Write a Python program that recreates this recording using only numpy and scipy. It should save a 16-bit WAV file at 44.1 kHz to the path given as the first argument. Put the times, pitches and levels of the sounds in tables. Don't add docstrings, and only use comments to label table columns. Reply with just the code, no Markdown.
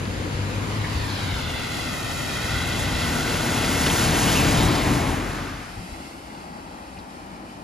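import sys
import numpy as np
from scipy import signal
from scipy.fft import rfft, irfft
from scipy.io import wavfile
from scipy.ndimage import uniform_filter1d, map_coordinates

SR = 44100
rng = np.random.default_rng(int(sys.argv[2]) if len(sys.argv) > 2 else 0)


def put_to_file(sound):
    columns = np.atleast_2d(sound).T
    safe = np.clip(columns, -1, 1)
    whole_steps = np.round(safe * 32767)
    wavfile.write(sys.argv[1], SR, whole_steps.astype(np.int16))


N = 336483
T = np.arange(N) / SR
HZ = np.fft.rfftfreq(N, 1 / SR)

# frequency in Hz, left channel's lead in radians. The last rows,
# above about 12 kHz, only set how the topmost treble lines up between the channels.
FROM_AHEAD = [(0, 0), (1030, 1.4), (1460, 0.3), (1890, -0.1), (2930, 0.5), (5170, 0.6), (5770, -1.6),
              (6890, -0.6), (7490, -2.2), (7920, -2.1), (8350, -3.0), (12200, -5.4), (12600, -6.3),
              (15200, -6.3)]
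FROM_LEFT = [(0, 0), (450, 0.5), (1200, 3.5), (2500, 5.5), (3500, 8.5), (4200, 5.5), (5300, 8), (5700, 3),
             (6700, 10), (7300, 3.5), (8600, 2.5), (12000, 5), (12600, -39.5)]
# frequency in Hz, left minus right in dB.
LEFT_BOOST = [(60, 3), (250, 2.5), (700, 3.5), (1300, 2.5), (2300, 0.5), (8000, 0)]
# frequency in Hz, relative level in dB.
FAR_DRONE = [(22, -28), (38, -5), (68, 1.5), (115, -7), (170, 1.5), (240, 2), (330, 0.5), (420, -9),
             (620, -5.5), (800, -2.5), (930, -4), (1080, -6.5), (1500, -11.5), (2200, -14.5)]
FAR_HISS = [(1000, -22), (1300, 1), (1650, -3.5), (2150, -0.5), (2800, -3.5), (3600, -8), (4500, -7),
            (5300, -7), (5900, -13), (7500, -11), (9300, -11), (11500, -13), (13000, -23), (15500, -38)]
BUS_HISS = [(900, -25), (1200, 6), (1650, 4.5), (2500, 1.5), (3400, -5.5), (4000, -4), (5100, -15),
            (5700, -11), (6500, -6), (7400, -4.5), (8500, -19), (9800, -6.5), (11500, -12), (13000, -28),
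            (15500, -33)]
SMALL_CAR_TYRES = [(700, -20), (950, 6.5), (1150, 3), (1500, -13), (2100, -5), (2900, -23), (4000, -22)]
NEXT_CAR_TYRES = [(800, -22), (1050, 7), (1320, 7), (1700, 3), (2400, -4), (3400, -6), (4300, -9),
                  (5200, -8), (5900, -11), (7500, -16), (11500, -15), (14000, -32)]
BODY_RUMBLE = [(20, -30), (30, -21), (40, -6), (60, -0.5), (85, 4.5), (160, 1), (190, -2.5), (250, -10.5),
               (400, -49)]
TYRE_ROAR = [(130, -30), (200, -1), (270, 3), (420, -5), (540, -7), (720, -5), (1020, -5.5), (1250, -11),
             (2000, -51)]
TREAD_HISS = [(700, -36), (1050, -8), (1350, 1), (2050, 1), (2800, -2.5), (3700, -4), (5200, -6),
              (5700, -16.5), (8000, -38)]
SPRAY_HISS = [(4000, -24), (5200, -0.5), (5750, 1.5), (6600, 2.5), (7400, 1), (8000, 2), (9300, 4.5),
              (11500, -3.5), (13000, -7.5), (15500, -20)]
# time in seconds, level in dB, treble boost in dB, echo delay in ms.
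FAR_CARS = [(5.6, -43.5, 1.5, 1.66), (6.2, -49, 3, 1.36), (6.55, -50.5, 0, 1.54), (6.85, -52, 1, 1.53),
            (7.1, -51.5, 2, 1.58), (7.35, -52.5, 0, 1.7), (7.63, -53, 1, 1.62)]
# time in seconds, peak in dB, pitch in Hz, decay in seconds.
WIND_THUMPS = [(.33, -19.5, 80.5, 0.038), (.95, -17, 70, 0.073), (1.328, -21, 86, 0.028),
               (1.509, -28, 57.8, 0.027), (2.519, -22, 70, 0.038), (2.76, -23, 91, 0.088),
               (2.92, -24.5, 86.6, 0.055), (4.52, -18.5, 55, 0.12), (5.08, -27, 85, 0.056),
               (5.778, -27, 79.2, 0.019), (5.79, -33.5, 180, .04), (5.89, -33, 59.6, 0.055),
               (6.96, -41, 70, .035)]
# start in seconds, peak in dB, pitch in Hz, width in Hz, decay in seconds.
SPLASHES = [(.052, -26, 2800, 3000, .004), (.842, -25, 1950, 550, .009), (3.861, -12.8, 3000, 4200, .008),
            (3.897, -19, 3100, 900, .012), (4.275, -22, 2950, 450, .015), (4.345, -20, 2700, 300, .048),
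            (4.54, -26.5, 3800, 400, .13), (4.8, -24, 2100, 500, .035), (6.970, -38, 2600, 800, .006),
            (6.985, -39.5, 4300, 1500, .008)]
# time in seconds, delay in ms, strength as a factor.
BODY_ECHO = [(.2, .62, .1), (.5, .74, .35), (.84, 1.02, .44), (1.0, 1.12, .48), (1.3, 1.35, .46),
             (1.48, 1.46, .68), (1.8, 1.48, .7), (2.0, 1.55, .75), (2.3, 1.57, .78), (2.6, 1.53, .78),
             (2.8, 1.51, .42), (3.6, 1.48, .32), (4.15, 1.48, 0)]
# time in seconds, firings per second, level in dB.
BUS_REVS = [(0.0, 95.1, -33), (0.3, 95.26, -32.5), (0.44, 99.1, -28), (0.62, 103.4, -28.5),
            (0.8, 105.2, -27), (1.12, 101, -30.5), (1.35, 85.8, -37), (1.52, 79.3, -36)]
# multiple of the firing rate, relative level in dB.
BUS_TONES = [(.5, -12), (1, -1), (1.5, -13), (2, -17), (2.25, -17), (2.5, -18), (3, -15), (4, -24)]
# multiple of the shaft rate, level in dB.
TRUCK_TONES = [(2, -8), (3, 1), (4, -2.5), (5, -8), (6, -13), (7, -4.5), (11, -14)]
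# pitch in Hz, width in Hz, relative level in dB.
GROOVES = [(1448, 260, 0.5), (1995, 260, -3.5)]
# time in seconds, pitch in Hz, level against the hiss in dB.
SIZZLE = [(.7, 5308, -27), (.95, 4410, -5.5), (1.15, 3946, -2.5), (1.5, 3214, -1.5), (1.85, 3300, -12),
          (2.3, 3400, -13), (2.6, 3402, -3), (2.95, 3297, -3.5), (3.3, 3124, -9), (4.3, 2740, -10),
          (5.3, 2440, -26)]
# middle and half length in seconds, then the change in dB
WET_PATCHES = [(1.3, .45, 1, 3, -3.5), (2.555, 0.23, .5, 2.5, 3.5), (2.92, .3, 4, 0.9, 4.5)]

TRUCK_M_PER_S, NEAREST_M = 13.64, 8.5
WHEELS_S, SPRAY_S, BODY_S, EXHAUST_S = 4.32, 4.39, 4.45, 4.6


def undb(db):
    return 10 ** (np.asarray(db) / 20)


def unit(x):
    return x / np.std(np.atleast_2d(x).mean(axis=0))


def curves(table):
    times, *columns = np.transpose(table)
    return [np.interp(T, times, column) for column in columns]


def ramp(start_s, length_s):
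    return np.clip((T - start_s) / length_s, 0, 1)


def swell(middle_s, half_s):
    return np.exp(-((T - middle_s) / half_s) ** 2)


def burst(start_s, rise_s, decay_s):
    age = np.maximum(T - start_s, 0)
    return (1 - np.exp(-age / rise_s)) * np.exp(-np.minimum(age / decay_s, 50))


def wander(per_s):
    step = max(int(SR / per_s), 2)
    jagged = np.interp(np.arange(N) / step, np.arange(2048), rng.standard_normal(2048))
    return 1.3 * uniform_filter1d(jagged, step // 2)


def noise():
    return rng.standard_normal(N)


def band(hz, width_hz):
    smooth = signal.butter(2, width_hz / 2, fs=SR, output="sos")
    flutter = signal.sosfilt(smooth, noise() + 1j * noise())
    tone = np.exp(2j * np.pi * np.cumsum(hz * np.ones(N)) / SR)
    return unit(np.real(flutter * tone))


def droplets(per_s, scatter_db):
    hits = rng.random(N) < per_s / SR
    return unit(hits * np.sign(noise()) * undb(scatter_db * np.minimum(rng.exponential(size=N), 5)))


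def response(points):
    hz, db = np.transpose(points)
    return undb(np.interp(np.log(HZ + 1), np.log(hz), db))


def stereo(x, gain=1, direction=FROM_AHEAD):
    lead = np.exp(.5j * np.interp(HZ, *np.transpose(direction))) * np.sqrt(response(LEFT_BOOST))
    spectrum = rfft(x) * gain
    return irfft(np.array([spectrum * lead, spectrum / lead]), N)


def wash(x, colour, ahead, scattered, alike_hz=380):
    low_hz, high_hz = colour[0][0], colour[-1][0]
    gain = response(colour) / (1 + (HZ / high_hz) ** 4) * (1 - np.exp(-(HZ / low_hz) ** 2))
    direct = np.sqrt(ahead) * stereo(x, gain)
    direct += np.sqrt(1 - ahead) * stereo(np.roll(x, N // 2), gain, FROM_LEFT)
    apart = HZ / np.hypot(HZ, alike_hz)
    mid = rfft(noise()) * np.sqrt(1 - apart ** 2 / 2)
    side = rfft(noise()) * apart / np.sqrt(2)
    tilt = np.sqrt(response(LEFT_BOOST))
    all_round = irfft(gain * np.array([(mid + side) * tilt, (mid - side) / tilt]), N)
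    return np.sqrt(1 - scattered) * direct + np.sqrt(scattered) * all_round


def body_echo(x, delay_ms, strength, left=.75, right=1.05):
    dulled = uniform_filter1d(x.mean(axis=0), size=5)
    first, second = (map_coordinates(dulled, [np.arange(N) - ms * SR / 1000], order=3, mode="nearest")
                     for ms in (delay_ms, delay_ms + .48))
    echo = strength * np.array([[left], [right]]) * (first + .25 * second)
    return (x + echo) / np.sqrt(1 + strength ** 2)


def facing(middle_s=.74, ease_s=.3):
    return 1 / (1 + np.exp((middle_s - T) / ease_s))


def distance(nearest_s):
    return np.hypot(TRUCK_M_PER_S * (T - nearest_s), NEAREST_M)


def passing_db(nearest_s, level_db, doubling_db, shade_db_per_s):
    doublings = np.log2(distance(nearest_s) / NEAREST_M)
    return level_db - doubling_db * doublings - shade_db_per_s * np.maximum(T - nearest_s, 0)


def engine(hz, tones, wobble, throb_db):
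    angle = 2 * np.pi * np.cumsum(hz * (1 + wobble * wander(24.71))) / SR
    note = sum(undb(db + throb_db * wander(14)) * np.sin(multiple * angle + 2 * np.pi * rng.random())
               for multiple, db in tones)
    return unit(stereo(note))


def far_traffic():
    drone = unit(wash(noise(), FAR_DRONE, ahead=0, scattered=.44)) * undb(-40.5 + .5 * wander(12))
    hum = band(832 * (1 + .02 * wander(2.8)), width_hz=150)
    hum = stereo(hum, .66, FROM_LEFT) * undb(-47 + 2 * wander(7))
    hiss_db, treble_db, echo_ms = curves(FAR_CARS)
    water = noise() + .31 * droplets(per_s=430, scatter_db=3)
    hiss = unit(body_echo(wash(water, FAR_HISS, ahead=0, scattered=.59), echo_ms, strength=.4))
    treble = irfft(rfft(hiss) * HZ ** 4 / (HZ ** 4 + 6000 ** 4), N)
    hiss = (hiss + treble * (undb(treble_db) - 1)) * undb(hiss_db + .64 * wander(14))
    sizzle = band(4650 * (1 + .037 * wander(4)), width_hz=570)
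    sizzle = stereo(sizzle, 1, FROM_LEFT) * undb(-61 + 2.9 * wander(6)) * swell(6.5, .7)
    return (drone + hum + hiss + sizzle) * np.sqrt(ramp(5.53, .28))


def wind():
    thumps = [(band(hz, width_hz=55) * burst(time_s - .01, .015, decay_s), peak_db)
              for time_s, peak_db, hz, decay_s in WIND_THUMPS]
    return stereo(sum(x / np.abs(x).max() * undb(peak_db) for x, peak_db in thumps))


def splashes():
    spits = [(band(hz, width_hz) * burst(start_s, decay_s / 2, decay_s), peak_db)
             for start_s, peak_db, hz, width_hz, decay_s in SPLASHES]
    return stereo(sum(x / np.abs(x).max() * undb(peak_db) for x, peak_db in spits))


def small_car():
    tyres = wash(noise(), SMALL_CAR_TYRES, facing(), scattered=.43)
    return unit(body_echo(tyres, *curves(BODY_ECHO))) * undb(-42.5) * swell(.97, .8)


def next_car():
    tyres = unit(wash(noise(), NEXT_CAR_TYRES, ahead=.89, scattered=.36))
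    return tyres * undb(-38 + .8 * wander(14)) * ramp(4.92, .34) * (1 - ramp(5.48, .36))


def bus():
    firing_hz, hum_db = curves(BUS_REVS)
    hum = engine(firing_hz, BUS_TONES, wobble=.004, throb_db=1.2) * undb(hum_db)
    growl_colour = [(170, 3), (240, 6.5), (370, 3), (510, 6.5), (660, -5), (1000, -30)]
    surge_db = 4 * (swell(.2, .091) + swell(.61, .16))
    growl = unit(wash(noise(), growl_colour, ahead=0, scattered=.54)) * undb(-37.5 - 6 * T + surge_db)
    rumble = unit(wash(noise(), BODY_RUMBLE, ahead=.22, scattered=.35)) * undb(-34)
    roar = unit(wash(noise(), TYRE_ROAR, ahead=0, scattered=.44)) * undb(-45)
    hiss = unit(wash(noise(), BUS_HISS, ahead=0, scattered=.48)) * undb(-42)
    return hum * (1 - ramp(1.44, .26)) + growl + (rumble + roar + hiss) * (1 - ramp(.74, .85))


def truck_gears(whine_hz=462.4, sound_m_per_s=343):
    away_m_per_s = np.gradient(distance(WHEELS_S)) * SR
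    hz = whine_hz / (1 + away_m_per_s / sound_m_per_s)
    whine = unit(stereo(band(hz / 2, width_hz=32) + .74 * band(hz, width_hz=16)))
    whine_db = passing_db(WHEELS_S, level_db=-37, doubling_db=0, shade_db_per_s=18)
    return whine * undb(whine_db) * ramp(2.32, .59)


def truck_diesel(climb_hz_per_s=2.1):
    shaft_hz = 41.62 + climb_hz_per_s * (T - EXHAUST_S)
    tailpipe_db = 4 * swell(4.88, .14)
    tones = [(multiple, db + (multiple == 3) * tailpipe_db) for multiple, db in TRUCK_TONES]
    note = engine(shaft_hz, tones, wobble=.011, throb_db=2)
    note_db = passing_db(EXHAUST_S, level_db=-25, doubling_db=8.5, shade_db_per_s=6)
    note_db -= 24 * np.maximum(T - 4.98, 0)
    boom = engine(shaft_hz, [(1, 0)], wobble=.01, throb_db=1.5)
    boom_db = passing_db(EXHAUST_S, level_db=-31.5, doubling_db=8, shade_db_per_s=6)
    return (note * undb(note_db) + boom * undb(boom_db)) * (1 - ramp(5.72, .23))


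def tread_hiss(ahead, scattered, wet_ring_db):
    past_s = np.maximum(T - WHEELS_S, 0)
    water = noise() + .23 * droplets(per_s=1600, scatter_db=8)
    hiss = unit(wash(water, TREAD_HISS, ahead, scattered))
    treble = irfft(rfft(hiss) * response([(2100, -16), (3100, -2.5), (4300, -2), (6500, 5.5)]), N)
    treble_db = 3.3 - 9 * past_s + wander(21.47)
    hiss += treble * (undb(treble_db) - 1)
    sizzle_hz, sizzle_db = curves(SIZZLE)
    sizzle_gain = undb(sizzle_db)
    sizzle = band(sizzle_hz, width_hz=1040) * sizzle_gain * undb(1.3 * wander(20))
    ring_gain = ahead * undb(-6 - 42 * past_s + wet_ring_db)
    ring = sum(undb(db + 1.9 * wander(10)) * band(hz * (1 + .02 * wander(4)), width_hz)
               for hz, width_hz, db in GROOVES)
    mix = hiss + stereo(sizzle + unit(ring) * ring_gain, gain=.96)
    return mix / np.sqrt(1 + sizzle_gain ** 2 + ring_gain ** 2)


def truck_wheels(distant_m=24.7):
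    wet_rumble_db, wet_tread_db, wet_ring_db = sum(
        np.outer(changes_db, swell(middle_s, half_s)) for middle_s, half_s, *changes_db in WET_PATCHES)
    ahead, echo = facing(), curves(BODY_ECHO)
    scattered = .036 + .76 / (1 + (distant_m / distance(WHEELS_S)) ** 4)

    rumble_db = passing_db(BODY_S, level_db=-26, doubling_db=4.5, shade_db_per_s=-1) + wet_rumble_db
    wake_db = 1.5 * swell(4.5, .2)
    rumble = unit(wash(noise(), BODY_RUMBLE, ahead, scattered, alike_hz=260))
    rumble *= undb(rumble_db + wake_db + .39 * wander(8.6))

    roar_db = passing_db(EXHAUST_S, level_db=-24.5, doubling_db=4, shade_db_per_s=2.5)
    roar = wash(noise(), TYRE_ROAR, ahead, np.clip(scattered + .23, 0, 1))
    roar = unit(body_echo(roar, *echo, left=.37, right=.091)) * undb(roar_db)

    tread_db = passing_db(WHEELS_S, level_db=-28, doubling_db=3, shade_db_per_s=1.7) + wet_tread_db
    tread = unit(body_echo(tread_hiss(ahead, scattered, wet_ring_db), *echo))
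    tread *= undb(tread_db + .19 * wander(25.06))

    spray_db = passing_db(SPRAY_S, level_db=-31.5, doubling_db=5.5, shade_db_per_s=8.5)
    mist = noise() + .75 * droplets(per_s=2500, scatter_db=3)
    spray = unit(wash(mist, SPRAY_HISS, ahead, scattered * .037)) * undb(spray_db + .96 * wander(20))

    away_db = -8.5 * (1 - ahead)
    return (rumble + roar * undb(away_db / 2) + (tread + spray) * undb(away_db)) * (1 - ramp(5, .82))


def scene():
    return (bus() + small_car() + truck_diesel() + truck_gears() + truck_wheels()
            + next_car() + far_traffic() + splashes() + wind())


def record(dry):
    bass_cut = signal.butter(6, 30, "high", fs=SR, output="sos")
    treble_cut = signal.ellip(10, .2, 80, 15550, fs=SR, output="sos")
    return signal.sosfilt(treble_cut, signal.sosfilt(bass_cut, dry))


dry = scene()
out = record(dry)
put_to_file(out)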